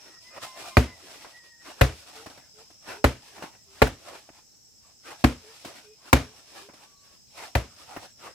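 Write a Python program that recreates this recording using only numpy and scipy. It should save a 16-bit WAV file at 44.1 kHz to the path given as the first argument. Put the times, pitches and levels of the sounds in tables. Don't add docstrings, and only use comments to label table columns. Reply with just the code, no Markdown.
import sys
import numpy as np
from scipy import signal
from scipy.fft import rfft, irfft, next_fast_len
from scipy.io import wavfile
from scipy.ndimage import uniform_filter1d, map_coordinates

SR = 44100
rng = np.random.default_rng(int(sys.argv[2]) if len(sys.argv) > 2 else 0)


def master_out(mix):
    frames = np.transpose(np.atleast_2d(mix))
    ceiling = np.clip(frames, -1, 1)
    pcm = np.round(ceiling * 32767).astype(np.int16)
    wavfile.write(sys.argv[1], SR, pcm)


N = 367794

# start_s, level_db (before the slight left-right balance), then, relative to it, thump_db,
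# knock_db for pad modes in four bands (below 400, 500, 850 Hz and above), treble_db (snap against slap),
# scatter_db; last contact_s
KICK_EVENTS = [(.769, -2.5, -6.5, -15, -19.5, -21, -19, -21, -16, 0.0054),
               (1.811, -5.5, -4.5, -27, -20, -10.5, -22, -14.5, -13, 0.0083),
               (3.042, -7, -7, -19, -13.5, -17, -17, -14, -14.5, .008),
               (3.818, -5, -9.5, -20, -3, -16, -13.5, -16, -15, 0.0098),
               (5.24, -7, -7, -11.5, -18.5, -18.5, -17.5, -14.5, -14.5, .008),
               (6.129, -1.5, -11, -20.5, -19.5, -26, -15, -10.5, -15.5, .007),
               (7.552, -8.5, -8, -25.5, -27, -21, -19, -16, -16, .006)]
# frequency_hz, density_db (dB per Hz)
SAND_SCRAPE_SPECTRUM = [(120, -43.5), (200, -14.5), (329, -4.5), (433, -9), (624, -3), (1680, -8.5),
                        (2800, -15), (3640, -41.5), (6160, -120)]
SAND_GRIT_SPECTRUM = [(1470, -22), (2500, -6), (2940, -6), (5230, -6.5), (6600, -11.5), (7950, -10.5),
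                      (14700, -22), (15600, -30), (16000, -47)]
LOW_RUMBLE_SPECTRUM = [(30, -25.5), (60, 2.5), (120, 2), (250, -4.5), (400, -28)]


def amp(db):
    return 10 ** (np.asarray(db) / 20)


def unit(x):
    return x / np.sqrt(np.mean(x ** 2) + 1e-20)


def along(points, hz):
    f, value = np.transpose(points)
    return np.interp(np.log(hz + 1), np.log(f + 1), value)


def curves(rows):
    s, *columns = np.transpose(rows)
    return [np.interp(np.arange(N) / SR, s, column) for column in columns]


def wobble(rate):
    knots = rng.standard_normal(int(N * rate / SR) + 4)
    return map_coordinates(knots, [np.arange(N) * rate / SR])


def noise(gain, alike, n=N, mono_hz=0):
    m = next_fast_len(n)
    hz = np.fft.rfftfreq(m, 1 / SR) + 1
    angle = np.arccos(np.clip(alike, -1, 1)) / 2 * hz / (hz + mono_hz)
    spectrum = rfft(rng.standard_normal((2, m))) * gain(hz)
    mid, side = irfft(spectrum * [np.cos(angle), np.sin(angle)], m)[:, :n]
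    return unit(np.array([mid + side, mid - side]))


def colour(points):
    return lambda hz: amp(along(points, hz))


def band(hz, width_hz):
    return lambda f: 1 / (1 + ((f - hz) / width_hz * 2) ** 2)


def add(out, s, x):
    part = out[:, round(s * SR):][:, :x.shape[-1]]
    part += x[..., :part.shape[1]]


def far(x, rate):
    return x * amp(2.7 * np.array([wobble(rate), wobble(rate)]))


def strokes(rows, spread):
    t = np.arange(N) / SR
    power = 0
    for s, hold, db, rise, fall in rows:
        distance = np.maximum(np.maximum((s - t) / rise, (t - s - hold) / fall), 0)
        power = power + amp(db - 20 * distance / spread) ** 2
    return np.sqrt(power)


def air():
    # frequency_hz, density_db (dB per Hz)
    leaf_spectrum = [(15, -26), (25, 0), (476, -10.5), (659, -13), (818, -12), (1070, -20), (3430, -18.5),
                     (4490, -11.5), (5430, -5.5), (7920, -8), (9320, -23.5), (14800, -18), (16000, -40)]
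    rumble_db = -70.0 + 1.4 * wobble(0.67) + 2.5 * wobble(4.1)
    rumble = amp(rumble_db) * noise(colour(LOW_RUMBLE_SPECTRUM), 0.12)
    return rumble + amp(-61 + 0.78 * wobble(3)) * noise(colour(leaf_spectrum), .05)


def cicadas():
    # time_s, level_db
    chorus_level = [(0.0, -56), (0.25, -54), (0.63, -57), (1.16, -59), (2.06, -59), (2.42, -59), (3.0, -55),
                    (3.21, -61), (4.44, -61.5), (4.78, -60.5), (5.22, -59), (5.67, -59), (5.78, -60.5),
                    (6.57, -58), (6.71, -60), (6.9, -64), (7.55, -57), (8.34, -59)]
    centre_hz, width_hz = 5330, 640
    sway_hz, sway_period_s, sway_top_s = 149.7, .575, 4.6
    side_hz, side_width_hz, side_db = 6230, 200, -11
    level_db, = curves(chorus_level)
    hz = centre_hz + sway_hz * np.cos(2 * np.pi * (np.arange(N) / SR - sway_top_s) / sway_period_s)
    phase = 2 * np.pi * np.cumsum(hz) / SR

    def slow(f):
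        return 1 / (1 + (2 * f / width_hz) ** 4)

    chorus = noise(slow, -.2) * np.cos(phase) + noise(slow, -0.18) * np.sin(phase)
    buzz = unit(amp(1.1 * wobble(200) + 0.66 * wobble(19)))
    side_chorus = amp(side_db) * noise(band(side_hz, side_width_hz), 0)
    return amp(level_db) * (buzz * chorus + side_chorus)


def cricket():
    # time_s, chirps_so_far (count)
    chirp_count = [(.1, 0), (1.385, 13), (2.465, 24), (2.97, 29), (4.425, 43), (5.04, 49), (6.99, 68),
                   (7.79, 76), (8.4, 82)]
    phase = curves(chirp_count)[0] % 1
    gate = np.sin(np.pi * np.clip(phase / .6, 0, 1)) ** .5
    return amp(-65.5 + 1.5 * wobble(2)) * gate * noise(band(7700, 80), 0)


def roosters():
    # start_s, length_s, start_pitch_hz, end_pitch_hz, first_partial_db, second_partial_db
    crow_notes = [(0.038, 0.19, 945, 948, -80, -57), (.2, 0.2, 970, 1045, -68, -60),
                  (.3, .1, 1238, 1235, -56, -56), (0.392, 0.26, 1035, 1040, -50, -55.5),
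                  (.57, 0.19, 1205, 1195, -51, -48), (0.689, .11, 1053, 1050, -47.5, -53),
                  (0.801, 0.19, 1020, 1010, -62, -49), (1.015, .28, 1000, 975, -70, -67),
                  (1.296, 0.366, 972, 928, -75, -55.5), (3.45, .22, 985, 948, -89.5, -74),
                  (5.72, .26, 1290, 1230, -90, -70.5), (6.76, 0.43, 1165, 1110, -68.5, -95)]
    attack_s, release_s = .045, .07
    out = np.zeros((2, N))
    for s, length, start_hz, end_hz, first_db, second_db in crow_notes:
        t = np.arange(round(length * SR)) / SR
        hoarse = (1 + .004 * wobble(15) + .007 * wobble(70) + .012 * wobble(250))[:len(t)]
        hz = np.interp(t, [0, length], [start_hz, end_hz]) * hoarse
        phase = 2 * np.pi * np.cumsum(hz) / SR
        envelope = np.clip(np.minimum(t / attack_s, (length - t) / release_s), 0, 1)
        second = amp(second_db + (4 * wobble(35) + 2.2 * wobble(12))[:len(t)]) * np.sin(2 * phase)
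        first = amp(first_db + 1.8 * wobble(20)[:len(t)]) * np.sin(phase)
        add(out, s, envelope * (second + first))
    return far(out, 30)


def cuckoo():
    # start_s, pitch_hz (scaled by the dip and lift), level_db
    hoot_notes = [(2.14, 457, -52.5), (2.53, 442, -56), (2.929, 426, -52.5), (3.32, 419, -58.5),
                  (3.66, 395, -62), (4.089, 387, -62.5), (5.415, 444, -51.5), (5.83, 433, -51.5),
                  (6.22, 427, -53.5), (6.59, 409, -54.5)]
    out, u = np.zeros((2, N)), np.linspace(0, 1, round(.125 * SR))
    glide = np.interp(u, [0, .3, .7, 1], [1.08, .95, 1.01, 1.01])
    for s, hz, db in hoot_notes:
        pitch = hz * glide * (1 + .015 * wobble(60)[:len(u)])
        add(out, s, amp(db) * np.sin(np.pi * u) * np.sin(2 * np.pi * np.cumsum(pitch) / SR))
    return far(out, 16)


def small_bird():
    # start_s, level_db
    tweet_times = [(1.45, -70), (4.49, -71.5), (6.96, -64), (7.27, -66.5)]
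    out, t = np.zeros((2, N)), np.arange(round(.075 * SR)) / SR
    pitch = np.interp(t, [0, .026, .028, .045, .075], [4120, 4120, 3650, 4250, 4430])
    envelope = np.interp(t, [0, .006, .02, .027, .033, .06, .075], [0, 1, 1, 0, 1, .8, 0])
    for s, db in tweet_times:
        add(out, s, amp(db) * envelope * np.sin(2 * np.pi * np.cumsum(pitch) / SR))
    return out


def slides():
    # full_pressure_s, hold_s, scrape_db, grit_db (above scrape), rise_s, fall_s;
    # rise and fall span 20 dB before the spreads below scale them
    slide_strokes = [(.02, 0.063, -54.5, -0.5, 0.14, 0.18), (.15, .02, -61, -15, .04, .05),
                     (.225, .06, -68, 11, 0.025, .08), (.37, .015, -41, -11, 0.062, 0.043),
                     (.43, .015, -39, 1, 0.03, 0.059), (.6, .09, -43.5, -0.5, 0.093, 0.082),
                     (1.09, 0.17, -50.5, 0.5, 0.11, 0.13), (1.33, .05, -65.5, 3.5, .05, .1),
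                     (1.665, .04, -45.5, -4, .06, 0.097), (1.44, 0.045, -64.5, 4, .03, .08),
                     (1.79, 0.014, -50.5, -2, .04, 0.044), (1.93, 0.072, -62.5, 10.5, .05, 0.12),
                     (2.17, .05, -48.5, -1, 0.15, 0.07), (2.3, 0.093, -56, -1.5, 0.041, 0.14),
                     (2.59, .02, -54.5, 1.5, 0.038, 0.092), (2.71, 0.024, -66.5, 5.5, .03, 0.11),
                     (2.885, .045, -38, -7.5, 0.053, 0.074), (3.37, 0.083, -47, -5, 0.11, 0.095),
                     (3.54, 0.0118, -53, -7, 0.042, 0.037), (3.79, 0.025, -52, -0.5, .14, .03),
                     (4.09, .07, -46, -4, .1, 0.093), (4.33, 0.061, -61.5, 0, 0.07, .07),
                     (4.54, 0.018, -77, 2, .06, .06), (4.85, .02, -65.5, 1, .06, 0.11),
                     (5.07, .05, -43.5, -4.5, 0.038, 0.086), (5.2, 0.018, -57, 5, .04, 0.046),
                     (5.56, .06, -57.5, 5.5, 0.1, .06), (5.68, .08, -48.5, -1, 0.077, 0.14),
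                     (6.08, 0.018, -51, -1.5, 0.11, .04), (6.37, 0.045, -73, 2, 0.053, 0.11),
                     (6.57, 0.046, -47.5, -1.5, .12, 0.092), (6.78, .07, -57, -0.5, .08, 0.11),
                     (7.05, 0.101, -63.5, 2.5, .07, .08), (7.38, 0.071, -43, -3, 0.056, 0.074),
                     (7.82, .02, -60.5, 4.5, .06, 0.049), (7.91, .05, -48.5, -3.5, 0.091, .06),
                     (8.03, 0.0257, -49, -0.5, 0.088, 0.065), (8.245, 0.029, -42.5, -7, 0.056, 0.077)]
    # delay_s, hold_s, scrape_db, grit_db (above scrape), rise_s
    turn_back = (0.23, 0.04, -57.5, 1.5, 0.34)
    turn_back_fall_s = .22
    scrape_spread, grit_spread = 0.89, 1.3
    rows = slide_strokes + [(kick[0] + turn_back[0], *turn_back[1:], turn_back_fall_s) for kick in KICK_EVENTS]
    scrape_rows = [(s, hold, db, rise, fall) for s, hold, db, _, rise, fall in rows]
    grit_rows = [(s, hold, db + grit_db, rise, fall) for s, hold, db, grit_db, rise, fall in rows]
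    press = strokes(scrape_rows, scrape_spread)
    spray = strokes(grit_rows, grit_spread)
    grains = unit(amp(0.88 * wobble(250) + 1.5 * wobble(35)))
    _, _, spectrogram = signal.stft(noise(colour(SAND_SCRAPE_SPECTRUM), .55), SR, nperseg=1024)
    patches = rng.standard_normal(spectrogram.shape[1:])
    patches = uniform_filter1d(uniform_filter1d(patches, size=5, axis=0), size=5, axis=1)
    scrape = signal.istft(spectrogram * amp(3.4 * unit(patches)), SR, nperseg=1024)[1][:, :N]
    grit = spray * grains * noise(colour(SAND_GRIT_SPECTRUM), 0.038)
    rumble = amp(-20.0) * noise(colour(LOW_RUMBLE_SPECTRUM), 0.54)
    return grit + press * (grains * unit(scrape) + rumble)


def steps():
    # start_s, level_db, tap_hz,
    # thud_db and treble_db (both against the crunch's scrape), decay_s (to -60 dB)
    landings = [(1.247, -37, 987, -25, -15, 0.2), (2.261, -32.5, 689, -10, -5.5, 0.126),
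                (2.3, -43, 638, -11, 0.5, 0.13), (2.376, -42, 576, -3.5, -6, 0.079),
                (2.703, -46, 704, -17, -5, 0.07), (3.381, -36.5, 696, -6, -17, 0.079),
                (3.424, -26, 668, -13.5, -12, 0.13), (3.87, -22, 1505, -1.5, -10, 0.07),
                (4.29, -38, 682, -9.5, -16.5, 0.06), (5.648, -32, 646, -7, -2, 0.16),
                (6.688, -40.5, 550, -12.5, -22, 0.15), (6.735, -44.5, 641, -19.5, -1, 0.16),
                (6.834, -53, 810, -21.5, 10, 0.07), (7.964, -26, 680, -6, -16, 0.11)]
    out, t = np.zeros((2, N)), np.arange(SR // 4) / SR
    for s, db, hz, thud_db, treble_db, t60 in landings:
        crunch = noise(colour(SAND_SCRAPE_SPECTRUM), 0.35, len(t))
        crunch = crunch + amp(treble_db) * noise(colour(SAND_GRIT_SPECTRUM), 0.24, len(t))
        thud = amp(thud_db) * noise(colour(LOW_RUMBLE_SPECTRUM), .9, len(t)) * (1 - np.exp(-t / 0.0031))
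        late = np.maximum(t - rng.uniform(0.0046, 0.016), 0)
        heel = np.sin(2 * np.pi * hz * t) * amp(-60 * t / .016)
        toe = amp(-3.5) * np.sin(2 * np.pi * .45 * hz * late) * amp(-60 * late / 0.023)
        envelope = amp(-7 - 60 * t / max(t60, .01)) * (1 - np.exp(-t / 0.0011))
        add(out, s, amp(db) * (heel + toe + envelope * (crunch + thud)))
    return out


def kick_slap(t, contact, treble_db):
    # frequency_hz, density_db (dB per Hz)
    slap_spectrum = [(180, -25.5), (300, -3), (1060, -4.5), (1600, -8.5), (1920, -6), (2610, -11),
                     (3240, -21), (4500, -18), (5850, -54), (9900, -120)]
    snap_spectrum = [(2350, -24), (4000, -1.5), (6150, -5), (8190, -3.5), (9790, -9), (14600, -4),
                     (16600, -28.5)]
    cracks = unit(amp(3.5 * wobble(900)[:len(t)]))
    burst = (cracks + 1.2 * np.exp(-t / 0.00055)) * (1 - np.exp(-t / 0.00022))
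    burst = burst * amp(-60 * np.maximum(t - contact, 0) / .025)
    snap = amp(treble_db) * noise(colour(snap_spectrum), -0.13, len(t))
    return burst * (noise(colour(slap_spectrum), 0.31, len(t)) + snap)


def trunk_thump(t):
    # frequency_hz (varied about 4 % a kick), level_db, decay_s (to -60 dB), first_swing (sign out or in, and size)
    trunk_modes = [(62.4, 2.5, 0.17, -1), (95, -2.5, 0.027, 0.99), (126.5, -2, .16, 0.96)]
    late = np.maximum(t - .003, 0)
    thump = 0
    for hz, db, t60, swing in trunk_modes:
        thump = thump + swing * amp(db - 60 * late / t60) * np.sin(2 * np.pi * hz * rng.normal(1, 0.04) * late)
    return thump


def pad_knock(t, contact, knock_db):
    # frequency_hz (varied about 1.6 % a kick), level_db (the kick's band level adds), decay_s (to -60 dB)
    pad_modes = [(242.1, -0.5, 0.2), (267, 1, 0.19), (330.4, -3, .15), (437.4, -3.5, 0.13),
                 (556.3, 2.5, 0.091), (704, -1, 0.088), (912, -10, 0.11), (1405, -5.5, 0.061),
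                 (1990, -7.5, .05), (2380, -8, 0.079)]
    knock_edges = [400, 500, 850]
    knock = np.zeros((2, len(t)))
    for hz, db, t60 in pad_modes:
        start = rng.random() + rng.normal(0, hz / 6000, (2, 1))
        db = db + knock_db[np.searchsorted(knock_edges, hz)] + rng.normal(0, 2)
        knock += amp(db - 60 * t / t60) * np.sin(2 * np.pi * (hz * rng.normal(1, 0.016) * t + start))
    press = 1 + 1.2 * amp(-60 * np.maximum(t - contact, 0) / 0.045)
    return knock * (1 - np.exp(-t / .002)) * press


def yard_scatter(t):
    # frequency_hz, decay_s (to -60 dB)
    yard_decay = [(100, .3), (500, 0.23), (2000, 0.27), (6000, 0.33), (15000, 0.21)]
    # frequency_hz, density_db (dB per Hz)
    scatter_spectrum = [(47, -29.5), (80, -1.5), (163, -14), (253, -9.5), (378, -12.5), (550, -9.5),
                        (802, -17), (2380, -21.5), (3540, -27.5), (12500, -38.5), (16000, -48)]
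    source = noise(colour(scatter_spectrum), .2, len(t), mono_hz=400)
    hz, frame_s, spectrogram = signal.stft(source, SR, nperseg=256)
    decay = amp(-60 * frame_s / along(yard_decay, hz)[:, None])
    tail = signal.istft(spectrogram * decay, SR, nperseg=256)[1][:, :len(t)]
    lumps = amp(0.73 * wobble(60)[:len(t)] + 0.8 * wobble(400)[:len(t)])
    return tail * (1 - np.exp(-t / 0.0048)) * lumps


def kicks():
    out, t = np.zeros((2, N)), np.arange(SR // 2) / SR
    balance = amp([[.3], [-.3]])
    for s, db, thump_db, *knock_db, treble_db, scatter_db, contact in KICK_EVENTS:
        whole = amp(-8) * kick_slap(t, contact, treble_db) + amp(thump_db) * trunk_thump(t)
        whole = whole + pad_knock(t, contact, knock_db) + amp(scatter_db) * yard_scatter(t)
        add(out, s, amp(db) * whole * balance)
    return out


def scene():
    background = air() + cicadas() + cricket() + roosters() + cuckoo() + small_bird()
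    return background + slides() + steps() + kicks()


def record(dry):
    top_hz = 16700
    wet = signal.sosfilt(signal.butter(2, 35, "highpass", fs=SR, output="sos"), dry)
    wet = wet / (1 + np.abs(wet) ** 8) ** (1 / 8)
    m = next_fast_len(N + 4096)
    return irfft(rfft(wet, m) * (np.fft.rfftfreq(m, 1 / SR) < top_hz), m)[:, :N]


dry = scene()
out = record(dry)
master_out(out)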